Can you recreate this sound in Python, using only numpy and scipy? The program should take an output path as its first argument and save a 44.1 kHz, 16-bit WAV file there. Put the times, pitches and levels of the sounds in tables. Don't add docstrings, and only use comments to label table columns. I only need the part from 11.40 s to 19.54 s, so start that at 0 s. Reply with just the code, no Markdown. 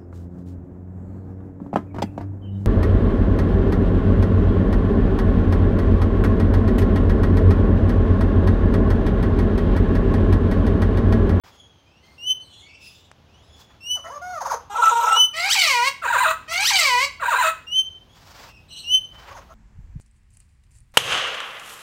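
import sys
import numpy as np
from scipy import signal
from scipy.fft import rfft, irfft, next_fast_len
from scipy.io import wavfile
from scipy.ndimage import uniform_filter1d, map_coordinates

SR = 44100
rng = np.random.default_rng(int(sys.argv[2]) if len(sys.argv) > 2 else 0)


def unload_wav(signal):
    wavfile.write(
        sys.argv[1],
        SR,
        np.round(np.clip(np.atleast_2d(signal).T, -1, 1) * 32767).astype(np.int16),
    )


N = 358974
TOP_HZ = 15830


def parrot():
    out = np.zeros(N)
    calls = [warble()]
    for kind, rows in [(wail, WAILS), (yodel, YODELS), (yelp, YELPS), (mutter, MUTTERS)]:
        calls += [kind(*row) for row in rows]
    for t, call in calls:
        add(out, t[0], call)
    return amp(-.5) * out


# (start [s], stretch [ratio], pitch [ratio], gain [dB])
WAILS = [(3.93, 1.0, .995, -.5), (5.075, 1.033, 1.018, 0)]
# (age before stretch [s], base pitch [Hz], roughness [0-1])
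WAIL_PITCH = [(0, 603.3, 0.2), (.047, 661.8, 0.61), (.098, 714.5, .62), (.146, 824, 0.7), (.25, 779.5, .68),
              (.29, 731.4, 0.8), (.335, 634.4, .55), (.37, 560, 0.5), (.42, 487.6, 0), (.47, 477, .07),
              (.503, 493, 0.1), (.538, 550.3, 0.12), (.568, 560.6, 0.4)]
# (age before stretch [s], tone level [dB], rasp level [dB])
WAIL_FORCE = [(.005, -38, -49.5), (.052, -26, -30.5), (.13, -21, -30), (.205, -30, -17), (.226, -22, -27.5),
              (.32, -22, -20.5), (.48, -17.5, -33), (.555, -21.5, -26), (.57, -29.5, -32)]
# (frequency [Hz], gain [dB])
BEAK_WIDE = [(300, -67), (490, -7), (750, 0.5), (980, 5.5), (1450, -8), (1750, -7), (2200, 8), (2650, -7),
             (3000, -2), (3450, -13), (4400, -4.5), (5500, -12), (6400, -12), (6850, -18.5), (7400, -14.5),
             (9000, -21.5), (10200, -26.5), (15500, -29.5)]

def wail(start, stretch, pitch_ratio, db):
    break_s, peak_s, collapse_s = .158, .206, .017
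    squeal_hz, squeal_rough, climb_oct_per_s = 2035, .45, 16
    t = times(start, start + stretch * WAIL_PITCH[-1][0])
    age = (t - start) / stretch
    hz, rough = curves(WAIL_PITCH, age)
    past_peak = age - peak_s
    climb_hz = squeal_hz * 2 ** (climb_oct_per_s * past_peak)
    collapse_hz = hz * (squeal_hz / hz) ** np.exp(-(past_peak / collapse_s) ** 2)
    stages = [past_peak > 0, age > break_s]
    hz = pitch_ratio * eased(np.select(stages, [collapse_hz, climb_hz], hz))
    rough = eased(np.select(stages, [rough, squeal_rough], rough))
    tone_db, rasp_db = curves(WAIL_FORCE, age)
    return t, squawk(t, hz, rough, db + tone_db, db + rasp_db, BEAK_WIDE, fundamental_db=-5.5,
                     jitter=.02, scatter_rad=1.58, flutter_db=5.5, hoarse=.27, trim_db=.5, rattle_db=3.5)


# (start [s], gain [dB])
YODELS = [(4.615, 1), (5.795, 0.5)]
# (onset age [s], hold [s], top [Hz], bottom [Hz], roughness [0-1])
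YODEL_SWOOPS = [(0, .016, 688.3, 445.4, 0.76), (.084, .009, 980, 449, .4), (0.187, .025, 1015, 642, .75)]
# (age [s], tone level [dB], rasp level [dB])
YODEL_FORCE = [(0, -33.5, -59), (.04, -23.5, -44), (.12, -20, -38), (.195, -17.5, -35.5), (.295, -19, -33),
               (0.318, -32.5, -53)]
# (frequency [Hz], gain [dB])
BEAK_OPEN = [(300, -49.5), (470, -10.5), (630, -4), (760, -18), (950, 6.5), (1150, 3), (1550, 3.5),
             (1800, -6), (2250, -15.5), (2600, -6.5), (3200, -22.5), (3850, -13.5), (5200, -38),
             (6300, -29), (7200, -17.5), (8100, -26.5), (9000, -20), (10200, -46), (14500, -27.5)]

def yodel(start, db):
    fall_oct_per_s, step_hz, step_s, step_rough = 17.5, 792, .027, .7
    t = times(start, start + YODEL_FORCE[-1][0])
    age = t - start
    hz, rough = np.zeros((2, len(t)))
    for onset, hold, top_hz, bottom_hz, swoop_rough in YODEL_SWOOPS:
        fall_oct = fall_oct_per_s * np.maximum(age - onset - hold, 0)
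        slide_hz = np.maximum(top_hz * 2 ** -fall_oct, bottom_hz)
        stages = [age >= onset, age >= onset - step_s]
        hz = np.select(stages, [slide_hz, step_hz], hz)
        rough = np.select(stages, [swoop_rough, step_rough], rough)
    tone_db, rasp_db = curves(YODEL_FORCE, age)
    return t, squawk(t, eased(hz), eased(rough), db + tone_db, db + rasp_db, BEAK_OPEN,
                     fundamental_db=-2, jitter=.024, scatter_rad=2.3, flutter_db=4.5, hoarse=.36)


# (start [s], end [s], pitch [Hz], roughness [0-1])
WARBLE_DIPS = [(3.29, 3.341, 408.6, .14), (3.389, 3.408, 475, 0.1), (3.52, 3.599, 467.2, 0.3),
               (3.643, 3.651, 481.7, 0.6), (3.775, 3.782, 440, .6)]
# (time [s], tone level [dB], rasp level [dB])
WARBLE_FORCE = [(3.295, -33, -57.5), (3.45, -14.5, -40), (3.545, -21, -44), (3.635, -21, -45.5),
                (3.764, -17, -40.5), (3.802, -38, -53)]
# (frequency [Hz], gain [dB])
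BEAK_HALF_OPEN = [(300, -42), (470, -15), (680, -24), (830, 4), (950, 7), (1220, -11), (1350, 6),
                  (1440, -5.5), (1750, -25.5), (2800, -21.5), (4000, -23), (4500, -42), (6200, -23),
                  (8800, -28.5), (10000, -52), (11500, -34.5), (15500, -44)]

def warble():
    hz, rough, fall_s, rise_s = 664, .7, .023, .014
    t = times(WARBLE_FORCE[0][0], WARBLE_FORCE[-1][0])
    for start, end, dip_hz, dip_rough in WARBLE_DIPS:
        dip = np.clip(1 + np.minimum((t - start) / fall_s, (end - t) / rise_s), 0, 1)
        hz = hz + dip * (dip_hz - hz)
        rough = rough + dip * (dip_rough - rough)
    tone_db, rasp_db = curves(WARBLE_FORCE, t)
    return t, squawk(t, hz, rough, tone_db, rasp_db, BEAK_HALF_OPEN, fundamental_db=4,
                     jitter=.031, scatter_rad=3.3, flutter_db=7.5, hoarse=.29, trim_db=3)


# (start [s], end [s], pitch [Hz], scoop [0-1], sag [0-1], level [dB], roughness [0-1])
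MUTTERS = [(2.636, 2.698, 693, .08, 0.03, -37.5, 0.9), (2.69, 2.789, 619.5, 0.46, .06, -36.5, .35),
           (2.812, 2.997, 731.5, 0.06, .22, -33, .1), (3.133, 3.156, 483.7, 0.02, 0.03, -24.5, 0.8),
           (7.9, 7.934, 646, .25, 0.02, -42, 0.4), (8.087, 8.134, 690, .07, 0, -48, 1)]
# (frequency [Hz], gain [dB])
BEAK_NEARLY_SHUT = [(300, -26), (500, 1.5), (720, 0.5), (1020, 8), (1280, 0.5), (1480, -5), (1800, -13),
                    (2900, -32.5), (4300, -26.5), (5200, -20), (5700, -22.5), (6450, -11), (7500, -36),
                    (11000, -31.5), (15500, -38)]

def mutter(start, end, pitch_hz, scoop, sag, db, rough):
    scoop_s, sag_s, swell_db = .022, .07, 4
    t = times(start, end)
    hz = pitch_hz * (1 - scoop * np.exp((start - t) / scoop_s))
    hz *= 1 - sag * np.interp(t, [end - sag_s, end], [0, 1])
    tone_db = db + swell_db * np.linspace(-.5, .5, len(t))
    return t, squawk(t, hz, rough, tone_db, tone_db - 22, BEAK_NEARLY_SHUT, fundamental_db=-2,
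                     jitter=.052, scatter_rad=.84, flutter_db=8, hoarse=1, trim_db=-.5)


# (start [s], dive end [s], first pitch [Hz], peak level [dB])
YELPS = [(2.548, 2.595, 1032, -39), (2.998, 3.033, 1413, -26), (3.041, 3.083, 1772, -25),
         (3.088, 3.141, 1978, -21.5), (7.938, 7.992, 1306, -38.5)]

def yelp(start, end, first_hz, db):
    bottom_hz, rough, release_s = 528, .8, .013
    t = times(start, end + release_s)
    dive = np.interp(t, [start, end], [0, 1])
    hz = first_hz * (bottom_hz / first_hz) ** dive
    tone_db = db + np.interp(dive, [0, .6, 1], [-12, 0, -7.5])
    return t, squawk(t, hz, rough, tone_db, tone_db - 20.5, BEAK_NEARLY_SHUT, fundamental_db=1,
                     jitter=.035, scatter_rad=.99, flutter_db=1.5, hoarse=1, trim_db=1.5)


def squawk(t, hz, rough, tone_db, rasp_db, beak, fundamental_db, jitter, scatter_rad, flutter_db,
           hoarse, trim_db=0, rattle_db=.5):
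    highpass_hz, split_hz = 330, 2600
    rough = np.abs(rough)
    phase = phase_of(hz * (1 + jitter * rough * wobble(t, 600)))
    buzz = np.zeros(len(t))
    for k in range(1, 34):
        loose = rough * np.minimum(k / 6, 1.3)
        stray_rad = scatter_rad * loose * wobble(t, 450) + rng.uniform(0, 2 * np.pi)
        level_db = fundamental_db * (k == 1) + flutter_db * np.sqrt(loose) * wobble(t, 110.4)
        buzz += amp(level_db) * np.cos(k * phase + stray_rad) * (k * hz < TOP_HZ)
    puffs = hoarse * rough * (1 + np.cos(phase)) * noise(t, [(500, -12), (2500, 5)])
    source = (2 * buzz * np.sqrt(hz / SR) + puffs) * fade(t, .0036)
    voice = filtered(source, lambda f: amp(along(beak, f)) / np.sqrt(1 + (highpass_hz / (f + 1)) ** 8))
    low = filtered(voice, lambda f: 1 / (1 + (f / split_hz) ** 10))
    gate = voice_breaks(t, hz)
    tones = gate * low * amp(tone_db) / band_level(gate * voice, 350, split_hz)
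    rasp = (voice - low) * amp(rasp_db + trim_db) / band_level(voice, 3300, 5400)
    rattle = amp(rattle_db * rough * wobble(t, 280))
    return (tones + rattle * gate ** .3 * rasp) * fade(t, .01)


CATCHES_S = [3.451, 3.491, 3.549, 3.706, 3.739, 4.721, 5.902]

def voice_breaks(t, hz, leap_oct_per_s=46, catch_s=.0049):
    climb_oct_per_s = np.maximum(np.gradient(np.log2(hz)) * SR, 0)
    held = uniform_filter1d(1 / (1 + (climb_oct_per_s / leap_oct_per_s) ** 4), SR // 300)
    stops = sum(np.exp(-((t - s) / catch_s) ** 2) for s in CATCHES_S)
    return .023 + .57 * held * np.clip(1 - stops, 0, 1)


def eased(x):
    return uniform_filter1d(x, size=260, mode="nearest")


# (start [s], end [s], top pitch [Hz], level [dB], overtone boost [dB])
CHIRPS = [(0.779, 0.95, 3047, -23.5, 8.5), (2.405, 2.58, 2987, -26, 14.5), (3.677, 3.879, 3011, -15.5, 12),
          (6.266, 6.433, 3094, -19, 5), (7.441, 7.593, 3061, -17, 7)]
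# (progress [0-1], pitch over top [ratio], gain [dB])
CHIRP_SHAPE = [(0, .895, -27), (.18, .916, -21), (.33, .946, -15), (.5, .982, -6), (.62, .997, -1),
               (.76, 1, 0), (.88, 1, -3), (1, 1, -24)]
# (harmonic [number], gain [dB])
CHIRP_HARMONICS = [(1, 3.5), (2, -18), (3, -31), (4, -41), (5, -36)]

def chirps():
    out = np.zeros(N)
    for start, end, top_hz, db, boost_db in CHIRPS:
        t = times(start, end)
        slide, swell_db = curves(CHIRP_SHAPE, (t - start) / (end - start))
        phase = phase_of(top_hz * slide * (1 + .0026 * wobble(t, 300)))
        tone = sum(amp(gain_db + boost_db * (k > 1)) * np.sin(k * phase)
                   for k, gain_db in CHIRP_HARMONICS)
        envelope = amp(db + swell_db + 1.8 * wobble(t, 64)) * fade(t, .004)
        add(out, start, np.sqrt(2) * tone * envelope)
    return out


# (start [s], length [s], first pitch [Hz], glide [oct/s], level [dB])
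FAR_WHISTLES = [(.085, 0.21, 3310, 0.05, -59.5), (.135, 0.38, 3150, 0, -70), (.05, 0.17, 5080, 0, -76),
                (0.447, 0.24, 2360, 2, -67.5), (0.626, 0.1, 2060, 0.5, -58.5),
                (1.217, 0.17, 2140, 1, -56.5), (1.04, .18, 4080, 0, -61), (1.405, 0.11, 5060, 0, -55.5),
                (1.875, 0.2, 2360, 4, -65.5), (2.005, 0.15, 5080, 0.3, -70.5),
                (2.072, 0.27, 3407, 0, -62.5), (6.68, 0.076, 3180, 1.5, -63)]
# (start [s], pitch crest [s], end [s], top pitch [Hz], level [dB])
FAR_TWITTERS = [(1, 1.029, 1.09, 4430, -58.5), (7.074, 7.154, 7.195, 2785, -55.5)]
# (start [s], length [s], pitch [Hz], level [dB])
FAR_SCREECHES = [(0.61, 0.33, 4400, -72.5), (1.083, .19, 3430, -56.5), (1.072, 0.66, 2916, -69),
                 (1.278, 0.24, 2660, -55), (1.375, .295, 3560, -62), (7.281, 0.15, 4050, -46),
                 (7.292, 0.18, 2950, -46)]

def far_birds(waver_period_s=.049, waver_oct=.145):
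    out = np.zeros(N)
    for start, length, first_hz, glide, db in FAR_WHISTLES:
        t = times(start, start + length)
        hz = first_hz * 2 ** (glide * (t - start))
        add(out, start, amp(db) * far_tone(t, hz, rough=.38))
    for start, crest, end, top_hz, db in FAR_TWITTERS:
        t = times(start, end)
        hz = top_hz * 2 ** (-waver_oct * np.sin(np.pi * (t - crest) / waver_period_s) ** 2)
        add(out, start, amp(db) * far_tone(t, hz, rough=.08))
    for start, length, hz, db in FAR_SCREECHES:
        t = times(start, start + length)
        add(out, start, amp(db) * far_tone(t, hz, rough=.88))
    return out


def far_tone(t, hz, rough):
    phase = phase_of(hz * (1 + .049 * rough * wobble(t, 700)))
    tone = np.sin(phase) + amp(-9) * np.sin(2 * phase) + amp(-21.5) * np.sin(3 * phase)
    return unit(tone * amp(4.2 * wobble(t, 56.3))) * fade(t, .024)


# (start [s], peak [s], end [s], swish level [dB], hiss level [dB])
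RUSTLES = [(0.016, 0.06, .24, -54, -58), (0.607, 0.667, .85, -65, -64), (1.382, 1.456, 1.7, -76, -54),
           (2.146, 2.205, 2.28, -58, -54.5), (2.291, 2.315, 2.39, -54.5, -66),
           (6.698, 6.908, 7, -50.5, -51.5), (6.891, 7.041, 7.135, -45, -48), (7.7, 7.809, 7.9, -48, -55.5),
           (7.819, 7.889, 8.1, -43.5, -56)]
# (frequency [Hz], level [dB])
SWISH_SPECTRUM = [(150, -24.5), (400, -9), (1000, -0.5), (1800, -6.5), (3500, -14.5), (7000, -49.5)]
# (frequency [Hz], level [dB])
HISS_SPECTRUM = [(1200, -11), (2800, 2), (5000, 8), (7500, -1.5), (10000, -12), (15500, -4.5)]

def rustle():
    out = np.zeros(N)
    for start, peak, end, swish_db, hiss_db in RUSTLES:
        t = times(start, end)
        strokes = np.interp(t, [start, peak, end], [0, 1, 0]) * amp(2.3 * wobble(t, 55))
        swish = amp(swish_db) * noise(t, SWISH_SPECTRUM)
        hiss = amp(hiss_db) * noise(t, HISS_SPECTRUM)
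        add(out, start, strokes * (swish + hiss))
    return out


# (time [s], level [dB])
TAPS = [(1.715, -34)]

def tap(t60_s=.0091):
    out = np.zeros(N)
    t = times(0, .033)
    for start, db in TAPS:
        burst = noise(t, [(200, -14), (900, 14), (4000, 8), (8000, 2), (15000, -32)])
        add(out, start, amp(db - 60 * t / t60_s) * burst)
    return out


# (delay [s], gain [dB])
WALL_ECHOES = [(.0043, -19), (.0091, -10), (0.0128, -12.5), (0.0203, -15), (.029, -14), (0.043, -29)]

def walls(x):
    out = x.copy()
    for delay, db in WALL_ECHOES:
        add(out, delay, amp(db) * x)
    return out


# (frequency [Hz], t60 [s])
AVIARY_DECAY = [(300, 0.28), (1500, 0.39), (3000, 0.45), (7000, 0.34), (14000, 0.32)]

def trees(x):
    hz, t, spectrum = signal.stft(rng.standard_normal(SR), SR, nperseg=256)
    decay = amp(-60 * t / along(AVIARY_DECAY, hz)[:, None])
    _, tail = signal.istft(spectrum * decay, SR, nperseg=256)
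    response = np.pad(unit(tail) / np.sqrt(len(tail)), (SR // 150, 0))
    return signal.fftconvolve(x, response)[:N]


# (time [s], level [dB])
RUMBLE_LEVEL = [(0, -76), (3, -64.5), (4, -63), (5.6, -54.5), (6.2, -59.5), (8.14, -52.5)]
# (frequency [Hz], level [dB])
AIR_SPECTRUM = [(25, -34), (50, -10), (78, 3.5), (110, -3.5), (170, -8.5), (350, -13), (900, -16),
                (2000, -25), (3200, -22), (4200, -27.5), (6500, -32), (8000, -46.5), (15700, -45.5)]

def outdoors():
    t = np.arange(N) / SR
    rumble_db, = curves(RUMBLE_LEVEL, t)
    rumble = noise(t, [(22, -32.5), (38, -10), (55, -5), (75, -12.5), (160, -16), (500, -51)])
    air = amp(-54.5 + wobble(t, 2)) * noise(t, AIR_SPECTRUM)
    return amp(rumble_db) * rumble + air


def amp(db):
    return 10 ** (np.asarray(db) / 20)


def unit(x):
    return x / np.sqrt(np.mean(x ** 2) + 1e-20)


def phase_of(hz):
    return 2 * np.pi * np.cumsum(hz) / SR


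def along(points, hz):
    f, v = np.transpose(points)
    return np.interp(np.log(hz + 1), np.log(f + 1), v)


def curves(rows, t):
    knots, *columns = np.transpose(rows)
    return [np.interp(t, knots, column) for column in columns]


def times(start, end):
    return start + np.arange(int((end - start) * SR)) / SR


def fade(t, edge_s):
    return np.clip(np.minimum(t - t[0], t[-1] - t) / edge_s, 0, 1)


def wobble(t, knots_per_s):
    knots = (t - t[0]) * knots_per_s
    return map_coordinates(rng.standard_normal(int(knots[-1]) + 4), [knots])


def filtered(x, gain):
    size = next_fast_len(len(x) + 8192)
    return irfft(rfft(x, size) * gain(np.fft.rfftfreq(size, 1 / SR)), size)[:len(x)]


def noise(t, spectrum):
    return unit(filtered(rng.standard_normal(len(t)), lambda hz: amp(along(spectrum, hz))))


def add(out, start_s, x):
    i = max(round(start_s * SR), 0)
    out[i:i + len(x)] += x[:max(len(out) - i, 0)]


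def band_level(x, lo_hz, hi_hz):
    band = filtered(x, lambda hz: (hz > lo_hz) & (hz < hi_hz))
    return np.sqrt(np.abs(uniform_filter1d(band ** 2, SR // 20)) + 1e-12)


def scene():
    squawks, whistles, far = parrot(), chirps(), far_birds()
    echo = trees(amp(-10.5) * squawks + amp(-13) * whistles + amp(-1) * far)
    return (walls(squawks) + whistles + amp(2) * far + rustle() + tap() + echo + outdoors())[None]


def record(dry):
    silence_s = .037
    started = np.arange(N) / SR > silence_s
    return filtered(dry[0] * started, lambda hz: hz < TOP_HZ)[None]


dry = scene()
out = record(dry)
unload_wav(out)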